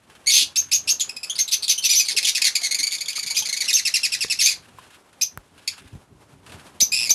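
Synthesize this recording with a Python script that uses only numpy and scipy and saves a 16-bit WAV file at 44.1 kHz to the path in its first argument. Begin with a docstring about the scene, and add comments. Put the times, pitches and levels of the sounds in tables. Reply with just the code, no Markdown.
"""A bare-walled aviary: small parrots chatter with harsh squawks, falling yaps, chirps that shoot up to a
whistle, and one trill. Every call is a stack of shaky overtones with breath noise, and wall echoes smear it.
Wings are puffs of noise over a soft rustle; ticks and bumps on perches and microphone are clicks that ring.
A hand-held microphone rumbles over a low room murmur, both made of shaped noise that rises and falls."""
import sys
import numpy as np
from scipy import signal
from scipy.fft import rfft, irfft
from scipy.io import wavfile

SR = 44100
rng = np.random.default_rng(int(sys.argv[2]) if len(sys.argv) > 2 else 0)


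def unload_audio(sound):
    """Save the sound as a 16-bit wav file, at the path given as the first command line argument."""
    columns = np.transpose(np.atleast_2d(sound))
    # keep every value between -1 and 1, then stretch to whole-number steps
    steps = np.round(np.clip(columns, -1, 1) * 32767)
    wavfile.write(sys.argv[1], SR, steps.astype(np.int16))


def nominal_scale(level):
    """Amplitude ratio for a level in decibels (scalar or array-like)."""
    x = np.asarray(level, float) / 20
    return 10 ** x


N = 314874   # length in samples


def rms_one(x):
    """Scale a signal to an average strength (rms) of 1."""
    return x / np.sqrt(np.mean(x ** 2) + 1e-20)


def in_time(rows):
    """Join the points of a (t/s, value) table by straight lines, one value a sample."""
    t, values = np.transpose(rows)
    return np.interp(np.arange(N) / SR, t, values)


def at_hz(points, hz):
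    """Read a table at any frequency, along a logarithmic frequency axis."""
    table_hz, values = np.transpose(points)
    return np.interp(np.log(hz), np.log(table_hz), values)


def wobble(rate_hz):
    """Random drift: noise smoothed by two equal low-pass steps, scaled to rms 1."""
    r = np.exp(-2 * np.pi * rate_hz / SR)
    return rms_one(signal.lfilter([1], [1, -2 * r, r * r], rng.standard_normal(N)))


def coloured(spectrum, low_hz, high_hz):
    """Noise shaped by a spectrum table; its part between the two edges has rms 1."""
    hz = np.fft.rfftfreq(N, 1 / SR) + 1
    lines = rfft(rng.standard_normal(N)) * nominal_scale(at_hz(spectrum, hz))
    inside = irfft(lines * (hz > low_hz) * (hz < high_hz), N)
    return irfft(lines, N) / np.std(inside)


# loudness of the room murmur: (t/s, level/dB)
MURMUR_LEVEL = [(0.0, -64.5), (0.38, -56.5), (4.83, -58.5), (4.97, -60), (6.14, -60.5), (7.14, -50)]
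# tone colour of the room murmur: (f/Hz, relative level/dB)
MURMUR_COLOUR = [(88, -26), (150, -7), (702, -9), (998, -9), (1760, -16.5), (2810, -19), (4670, -23),
                 (10800, -25.5), (12400, -31), (16000, -69)]


def room_murmur():
    """The room's background is mostly low noise whose level drifts at random."""
    level_db = in_time(MURMUR_LEVEL) + 3.1 * wobble(11.0)
    return nominal_scale(level_db) * coloured(MURMUR_COLOUR, low_hz=289.7, high_hz=1400)


# steady rumble of the hand on the microphone: (t/s, level/dB)
HAND_LEVEL = [(0.0, -67), (.87, -56.5), (.95, -67), (3.5, -72.5), (4.73, -56), (4.95, -70), (6.4, -58.5),
              (6.7, -55.5), (7.14, -55)]
# shifts of the grip, each a short swell of rumble: (t/s, level/dB)
GRIP_SHIFTS = [(3.25, -59), (3.4, -58), (5.375, -55), (5.53, -64), (5.84, -52), (5.95, -48), (6.14, -52.5),
               (6.33, -59), (6.56, -43), (6.98, -56)]
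# tone colour of the rumble: (f/Hz, relative level/dB)
RUMBLE_COLOUR = [(15, -54), (25, -23), (92, 0.5), (151, -6.5), (306, -10), (336, -20.5), (400, -9.5),
                 (520, -52), (880, -120)]
GRIP_S = 0.031   # from the top of a swell down to 1/e


def handling():
    """A hand rubbing the microphone makes low noise, which swells whenever the grip shifts."""
    t = np.arange(N) / SR
    swells = sum(nominal_scale(db) * np.exp(-((t - s) / GRIP_S) ** 2) for s, db in GRIP_SHIFTS)
    loudness = nominal_scale(in_time(HAND_LEVEL)) + swells
    unsteady = nominal_scale(2.3 * wobble(29.0))
    return loudness * unsteady * coloured(RUMBLE_COLOUR, low_hz=40, high_hz=150)


# wing flicks: (t/s, level/dB)
WING_FLICKS = [(0.0986, -50), (.151, -49), (4.789, -54), (4.904, -52), (5.088, -57.5), (5.1285, -52),
               (5.578, -50.5), (5.78, -45), (5.8194, -58.5), (6.463, -45), (6.4946, -52), (6.5198, -44),
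               (6.595, -49), (6.665, -47)]
# soft rustle in the treble between the calls: (t/s, level/dB)
RUSTLE_LEVEL = [(0, -67), (.2, -65), (.5, -57.5), (4.4, -53), (4.7, -59.5), (4.95, -55), (5.05, -97),
                (5.6, -61), (5.85, -57), (6.1, -87), (6.42, -79), (6.5, -55.5), (6.8, -67)]
# tone colour of the feathers: (f/Hz, relative level/dB)
FEATHER_COLOUR = [(290, -36.5), (500, -14), (1650, -0.5), (1990, -7.5), (2680, -2), (5780, -14),
                  (10700, -13), (15000, -35.5)]


def wings():
    """Feathers rub the air: each flick is a fast-dying puff of noise over a softer rustle."""
    flicks = np.zeros(N)
    for s, db in WING_FLICKS:
        flicks[int(s * SR)] = nominal_scale(db)
    t = np.arange(SR // 10) / SR
    puff_shape = np.minimum(t / 0.0012, 1) * np.exp(-t / 0.0138)
    puffs = signal.fftconvolve(flicks, puff_shape)[:N]
    rustle = nominal_scale(in_time(RUSTLE_LEVEL) + 3.8 * wobble(25.))
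    return (puffs + rustle) * coloured(FEATHER_COLOUR, low_hz=2000, high_hz=12000)


# tone colour of the breath rasp: (f/Hz, relative level/dB)
RASP_COLOUR = [(1500, -35), (2300, -4.5), (4500, 5.5), (6000, -5.5), (8000, -9.5), (11000, -4.5),
               (14000, -32.5), (16000, -56.5)]


def voice_chance():
    """An unsteady voice needs three random signals: pitch shake, strength shake and breath noise."""
    pitch_shake = np.tanh(wobble(563.0) / 1.58) * 1.8
    strength_shake = np.tanh(wobble(350.) / 1.46) * 1.865
    breath = coloured(RASP_COLOUR, low_hz=1494, high_hz=14000)
    return np.array([pitch_shake, strength_shake, breath])


def note(s, length, chance, fade_db, close=0.069):
    """Place, clock, chance and envelope of one note: a sharp start, a drift of level, a quick close."""
    at = int(s * SR)
    t = np.arange(min(int(length * SR), N - at)) / SR
    start = np.minimum(t / 0.0033, 1)
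    end = np.clip((length - t) / (close * length), 0, 1)
    envelope = start * nominal_scale(-fade_db * t / length) * end
    return slice(at, at + len(t)), t, chance[:, at:at + len(t)], envelope


# throat, beak and microphone colour of the overtones: (f/Hz, relative level/dB)
THROAT_COLOUR = [(1500, 6), (2100, -12), (3200, -4), (4600, -2.5), (6300, -2), (8000, -11), (10500, -10.5),
                 (12500, -18.5), (14000, -40.5), (16000, -56)]


def syrinx(pitch, rough, chance, tilt_db, rasp_db):
    """A bird's voice organ: overtones weighted by the throat, plus breath; roughness shakes the overtones."""
    pitch_shake, strength_shake, breath = chance
    pitch = pitch * np.exp((0.0066 + 0.0897 * rough) * pitch_shake)
    phase = 2 * np.pi * np.cumsum(pitch) / SR
    stack = 0
    for k in range(1, 8):
        strength = nominal_scale(at_hz(THROAT_COLOUR, k * pitch) + tilt_db * np.log2(k))
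        low_enough = k * pitch < SR / 2.5
        stack = stack + strength * low_enough * np.sin(k * phase)
    rasp = nominal_scale(rasp_db + 2.87 * strength_shake) * breath
    return stack * nominal_scale(7.62 * rough * strength_shake) + rasp


# squawks: (t/s, length/s, first f/Hz, last f/Hz, level/dB); pitches are those before the arch
SQUAWK_NOTES = [(.26, .012, 1950, 2240, -30), (.268, 0.043, 2212, 2256, -11.5),
                (.375, .062, 3600, 3300, -22), (.558, 0.016, 2523, 2624, -17),
                (.713, 0.033, 2495, 2604, -18.5), (.873, 0.032, 2620, 2886, -19),
                (1.003, .011, 3270, 3530, -17), (1.092, 0.0059, 2524, 2550, -16.5),
                (1.163, 0.011, 2555, 2600, -25.5), (1.23, .018, 2530, 2510, -19.5),
                (1.296, 0.019, 3170, 3500, -16.5), (1.353, 0.016, 4280, 5050, -26),
                (1.385, 0.02, 2145, 2086, -20), (1.477, 0.016, 3680, 4320, -21.5),
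                (1.623, 0.033, 4690, 3890, -21.5), (1.777, .021, 3020, 3110, -16),
                (1.821, .018, 4300, 4600, -25), (1.837, 0.029, 2680, 2560, -18),
                (1.889, 0.068, 2400, 2280, -16.5), (1.993, 0.03, 2503, 2265, -15.5),
                (2.048, .025, 4600, 4200, -24), (2.08, .026, 2314, 1910, -18.5),
                (2.107, .025, 4800, 4600, -23), (2.164, .025, 2810, 1992, -13),
                (2.227, 0.017, 2556, 2310, -21.5), (2.244, 0.022, 3410, 2243, -17),
                (2.268, .035, 2226, 2340, -16.5), (2.348, 0.036, 2712, 1977, -19.5),
                (2.416, 0.0089, 2570, 2300, -11.5), (2.44, 0.047, 2265, 1930, -16),
                (2.551, 0.019, 2502, 2000, -11.5), (2.61, .018, 2145, 2080, -31),
                (2.63, 0.045, 2156, 2076, -17.5), (2.709, 0.022, 2193, 2060, -16.5),
                (2.743, 0.013, 2274, 2380, -15.5), (2.785, 0.025, 2142, 2082, -17.5),
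                (2.829, 0.02, 2298, 2247, -16), (2.867, 0.015, 2230, 2360, -18.5),
                (2.908, .01, 3500, 3500, -26), (2.917, .045, 2233, 2347, -21.5),
                (2.982, 0.0091, 3600, 3300, -26), (3.006, 0.018, 2187, 2476, -20),
                (3.057, 0.0064, 3390, 3480, -26), (3.08, 0.0334, 2216, 2434, -22),
                (3.125, 0.0097, 3300, 3160, -31.5), (3.154, 0.028, 2217, 2357, -24.5),
                (3.188, 0.011, 2280, 2230, -17.5), (3.227, 0.013, 2285, 2070, -19),
                (3.262, 0.024, 2328, 2250, -23.5), (3.3, .022, 2260, 2260, -18.5),
                (3.345, .018, 3050, 3100, -27), (3.364, 0.022, 2333, 2510, -15.5),
                (3.42, .015, 3100, 3150, -28), (3.451, .026, 2264, 2196, -23.5),
                (3.486, 0.019, 2095, 1980, -24), (3.526, 0.018, 2137, 2050, -16.5),
                (3.564, 0.017, 2270, 2106, -21.5), (3.604, 0.022, 2330, 1893, -16),
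                (3.64, .023, 2100, 2110, -27), (4.456, 0.046, 2359, 2476, -13.5),
                (4.465, 0.069, 2544, 2010, -24.5), (5.211, 0.0077, 2460, 2390, -15),
                (5.674, .016, 2400, 2150, -20), (6.804, 0.012, 2223, 2380, -17),
                (6.918, 0.035, 2417, 2490, -15), (7.093, 0.0075, 2325, 2350, -9)]
# falling yaps repeated by one bird, each after a faint high pip: (t/s, level/dB)
YAP_NOTES = [(3.678, -16.5), (3.765, -18.5), (3.85, -14.5), (3.938, -13), (4.03, -15), (4.118, -18.5),
             (4.206, -17), (4.298, -16), (4.388, -15.5)]
# how hoarse the flock is at full voice: (t/s, roughness from 0 to 1)
HOARSENESS = [(.3, 0.19), (.38, .9), (.5, .45), (1.0, .45), (1.08, .15), (1.3, .2), (1.36, 0.35),
              (1.7, 0.49), (1.77, .25), (1.9, .4), (2.0, .2), (2.1, .6), (2.42, 0.71), (2.6, .4),
              (4.45, .36), (4.5, .7), (5.3, 0.18), (5.7, 0.57), (6.85, 0.43), (7.1, .15)]
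YAP_S, YAP_FIRST_HZ, YAP_LAST_HZ = .037, 2750, 1880
PIP_AHEAD_S, PIP_S, PIP_HZ, PIP_DB = .018, 0.0096, 3100, -42
FULL_VOICE_DB, ROUGH_PER_DB = -16, .025   # notes weaker than full voice are rougher
RASP_DB, RASP_DB_PER_ROUGH = -28, 30   # breath rasp grows with roughness
ARCH = .05   # the pitch bends up by this share in the middle


def squawks(chance):
    """The pitch holds at first and slides faster towards the end; rough notes rasp more."""
    out = np.zeros(N)
    yaps = [(s, YAP_S, YAP_FIRST_HZ, YAP_LAST_HZ, db) for s, db in YAP_NOTES]
    pips = [(s - PIP_AHEAD_S, PIP_S, PIP_HZ, PIP_HZ, PIP_DB) for s, db in YAP_NOTES]
    for s, length, first_hz, last_hz, level_db in SQUAWK_NOTES + yaps + pips:
        place, t, part, envelope = note(s, length, chance, fade_db=4.)
        weakness_db = max(FULL_VOICE_DB - level_db, 0)
        rough = np.interp(s, *np.transpose(HOARSENESS)) + ROUGH_PER_DB * weakness_db
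        rough = np.clip(rough, 0, 1.2)
        slide = (last_hz / first_hz) ** ((t / length) ** 1.9)
        arch = 1 + ARCH * (np.sin(np.pi * t / length) - 2 / np.pi)
        rasp_db = RASP_DB + RASP_DB_PER_ROUGH * rough
        voice = syrinx(first_hz * slide * arch, rough, part, tilt_db=-1.35, rasp_db=rasp_db)
        out[place] += nominal_scale(level_db) * envelope * voice
    return out


# how long the wall echoes take to fall by 60 dB: (f/Hz, fall time/s)
WALL_FALL = [(100, 0.2), (2000, 0.17), (6000, 0.18), (14000, 0.089)]


def aviary(x):
    """Hard walls give dense echoes: noise dying octave by octave, starting just after the direct sound."""
    t, echoes = np.arange(SR // 2) / SR, 0
    for low in 60 * 2. ** np.arange(8):
        octave = signal.butter(2, [low, 2 * low], "band", fs=SR, output="sos")
        noise = signal.sosfilt(octave, rng.standard_normal(len(t)))
        echoes = echoes + noise * nominal_scale(-60 * t / at_hz(WALL_FALL, 1.1 * low))
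    echoes *= np.clip((t - .002) / 0.001, 0, 1)
    echoes *= 1 + 2.6 * np.exp(-t / 0.0036)   # the earliest echoes are stronger
    return signal.fftconvolve(x, echoes / np.sqrt(np.sum(echoes ** 2)))[:N]


# chirps that shoot up and hold a whistle: (t/s, length/s, top f/Hz, level/dB, breath rasp level/dB)
CHIRP_NOTES = [(0.295, 0.099, 6300, -13.5, -6.5), (.557, .052, 6430, -12.5, -25),
               (.718, .055, 6450, -11.5, -21.5), (0.887, 0.042, 6445, -12.5, -23.5),
               (0.996, .036, 7010, -15, -17), (1.38, 0.047, 6340, -16, -18.5), (1.512, .043, 6180, -15, -7),
               (1.678, 0.054, 6160, -13.5, -7.5), (1.839, 0.036, 6030, -13.5, -10.5),
               (1.895, .031, 5830, -13, -12.5), (1.926, .097, 6070, -13.5, -15.5),
               (2.269, .034, 5875, -17.5, -7.5), (3.358, 0.054, 6270, -18, -11.5),
               (3.727, 0.042, 6160, -10.5, -21), (4.4, .087, 6330, -14.5, -12.5),
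               (5.212, .028, 6050, -13, -20), (6.801, .042, 6160, -9, -25.5),
               (7.099, .022, 6200, -6.5, -20.5)]
CHIRP_START_HZ = 3400
CLIMB_SHARE, CLIMB_SOFTER_DB = .39, 9   # part of a chirp spent climbing, and how much softer it starts
ROUGH_CLIMB, ROUGH_TOP, ROUGH_END = .9, .3, .1   # roughness along a chirp


def chirps(chance):
    """Soft and rough while the pitch climbs, loud and clearer on top."""
    out = np.zeros(N)
    for s, length, top_hz, level_db, rasp_db in CHIRP_NOTES:
        # a negative fade makes the note grow
        place, t, part, envelope = note(s, length, chance, fade_db=-2.0, close=0.27)
        climb = np.sin(np.pi / 2 * np.clip(t / (CLIMB_SHARE * length), 0, 1)) ** 2
        pitch = CHIRP_START_HZ * (top_hz / CHIRP_START_HZ) ** climb
        rough = np.interp(t / length, [0, CLIMB_SHARE, .65, 1],
                          [ROUGH_CLIMB, ROUGH_TOP, ROUGH_TOP, ROUGH_END])
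        voice = syrinx(pitch, rough, part, tilt_db=1.0, rasp_db=rasp_db)
        out[place] += nominal_scale(level_db - CLIMB_SOFTER_DB * (1 - climb ** 2)) * envelope * voice
    return out


# ticks and bumps on wood and on the microphone: (t/s, starting level/dB, f/Hz, time to fall by 60 dB/s)
KNOCK_HITS = [(0.421, -39, 284.5, 0.11), (2.15, -36.5, 424, 0.062), (2.8, -40.5, 287, 0.1),
              (2.416, -39, 960, 0.031), (2.619, -41, 700, 0.12), (3.182, -29, 1260, 0.025),
              (3.308, -39, 914, 0.066), (3.422, -35.5, 876, 0.063), (4.247, -26, 452, 0.024),
              (4.247, -24, 1120, 0.0075), (4.786, -30.5, 1034, 0.035), (5.375, -16, 1400, 0.0043),
              (5.375, -20, 100.2, 0.011), (5.929, -31.5, 110.4, 0.11), (5.952, -23.5, 130, 0.031),
              (6.813, -30.5, 645, 0.046), (6.826, -18.5, 244, 0.01), (7.109, -17, 777, 0.0035)]


def knocks():
    """A click sets one tone ringing, and the ringing dies away."""
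    out, t = np.zeros(N + SR), np.arange(SR // 4) / SR
    for s, level_db, hz, fall_s in KNOCK_HITS:
        ring = nominal_scale(level_db - 60 * t / fall_s) * np.sin(2 * np.pi * hz * t)
        # harder contacts, which ring higher, tick more
        ring[:2] += nominal_scale(level_db + 1.0) * hz / 1400 * np.array([1, -1])
        at = int(s * SR)
        out[at:at + len(t)] += ring
    return out[:N]


TRILL_AT_S, TRILL_S, TRILL_HZ, TRILL_DB, TRILL_FADE_DB = 6.947, 0.14, 2600, -14.5, 3.5
TRILL_SAG_S, TRILL_END_HZ, TRILL_SAG_DB = .036, 2050, 3.5   # the trill droops as it ends
TRILL_PER_S, TRILL_ROUGH = 120, .4   # throbs a second, roughness


def trill(chance):
    """A held squawk chopped by a fast throb, drooping in pitch and level at the end."""
    out = np.zeros(N)
    place, t, part, envelope = note(TRILL_AT_S, TRILL_S, chance, fade_db=TRILL_FADE_DB)
    droop = np.clip(1 - (TRILL_S - t) / TRILL_SAG_S, 0, 1)
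    throb = np.cos(np.pi * TRILL_PER_S * (t - .0105)) ** 4
    pitch = TRILL_HZ * (TRILL_END_HZ / TRILL_HZ) ** droop
    voice = syrinx(pitch, TRILL_ROUGH, part, tilt_db=-1.5, rasp_db=-16.0)
    out[place] = nominal_scale(TRILL_DB - TRILL_SAG_DB * droop) * envelope * throb * voice
    return out


def scene():
    """Birds and knocks with their wall echoes, plus wings, rumble and murmur."""
    chance = voice_chance()
    birds = squawks(chance) + chirps(chance) + trill(chance)
    # a small beak radiates no lows
    birds = signal.sosfilt(signal.butter(6, 1600, "high", fs=SR, output="sos"), birds)
    taps = knocks()
    echoes = aviary(nominal_scale(-4.5) * birds + nominal_scale(-23.5) * taps)
    mix = birds + taps + echoes + wings() + handling() + room_murmur()
    return mix[None]   # one channel


def band_limit(x):
    """A steep low-pass at the top of the band."""
    return signal.sosfilt(signal.butter(12, 16470, fs=SR, output="sos"), x)


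MIC_LOW_HZ, MIC_TOP_HZ = 42, 14800


def record(dry):
    """The microphone weakens the deepest and highest sounds; loud peaks are rounded a little."""
    microphone = signal.butter(5, [MIC_LOW_HZ, MIC_TOP_HZ], "band", fs=SR, output="sos")
    heard = signal.sosfilt(microphone, dry)
    mix = 1.017 * np.tanh(heard / 1.033)
    return band_limit(mix)


dry = scene()
out = record(dry)
unload_audio(out)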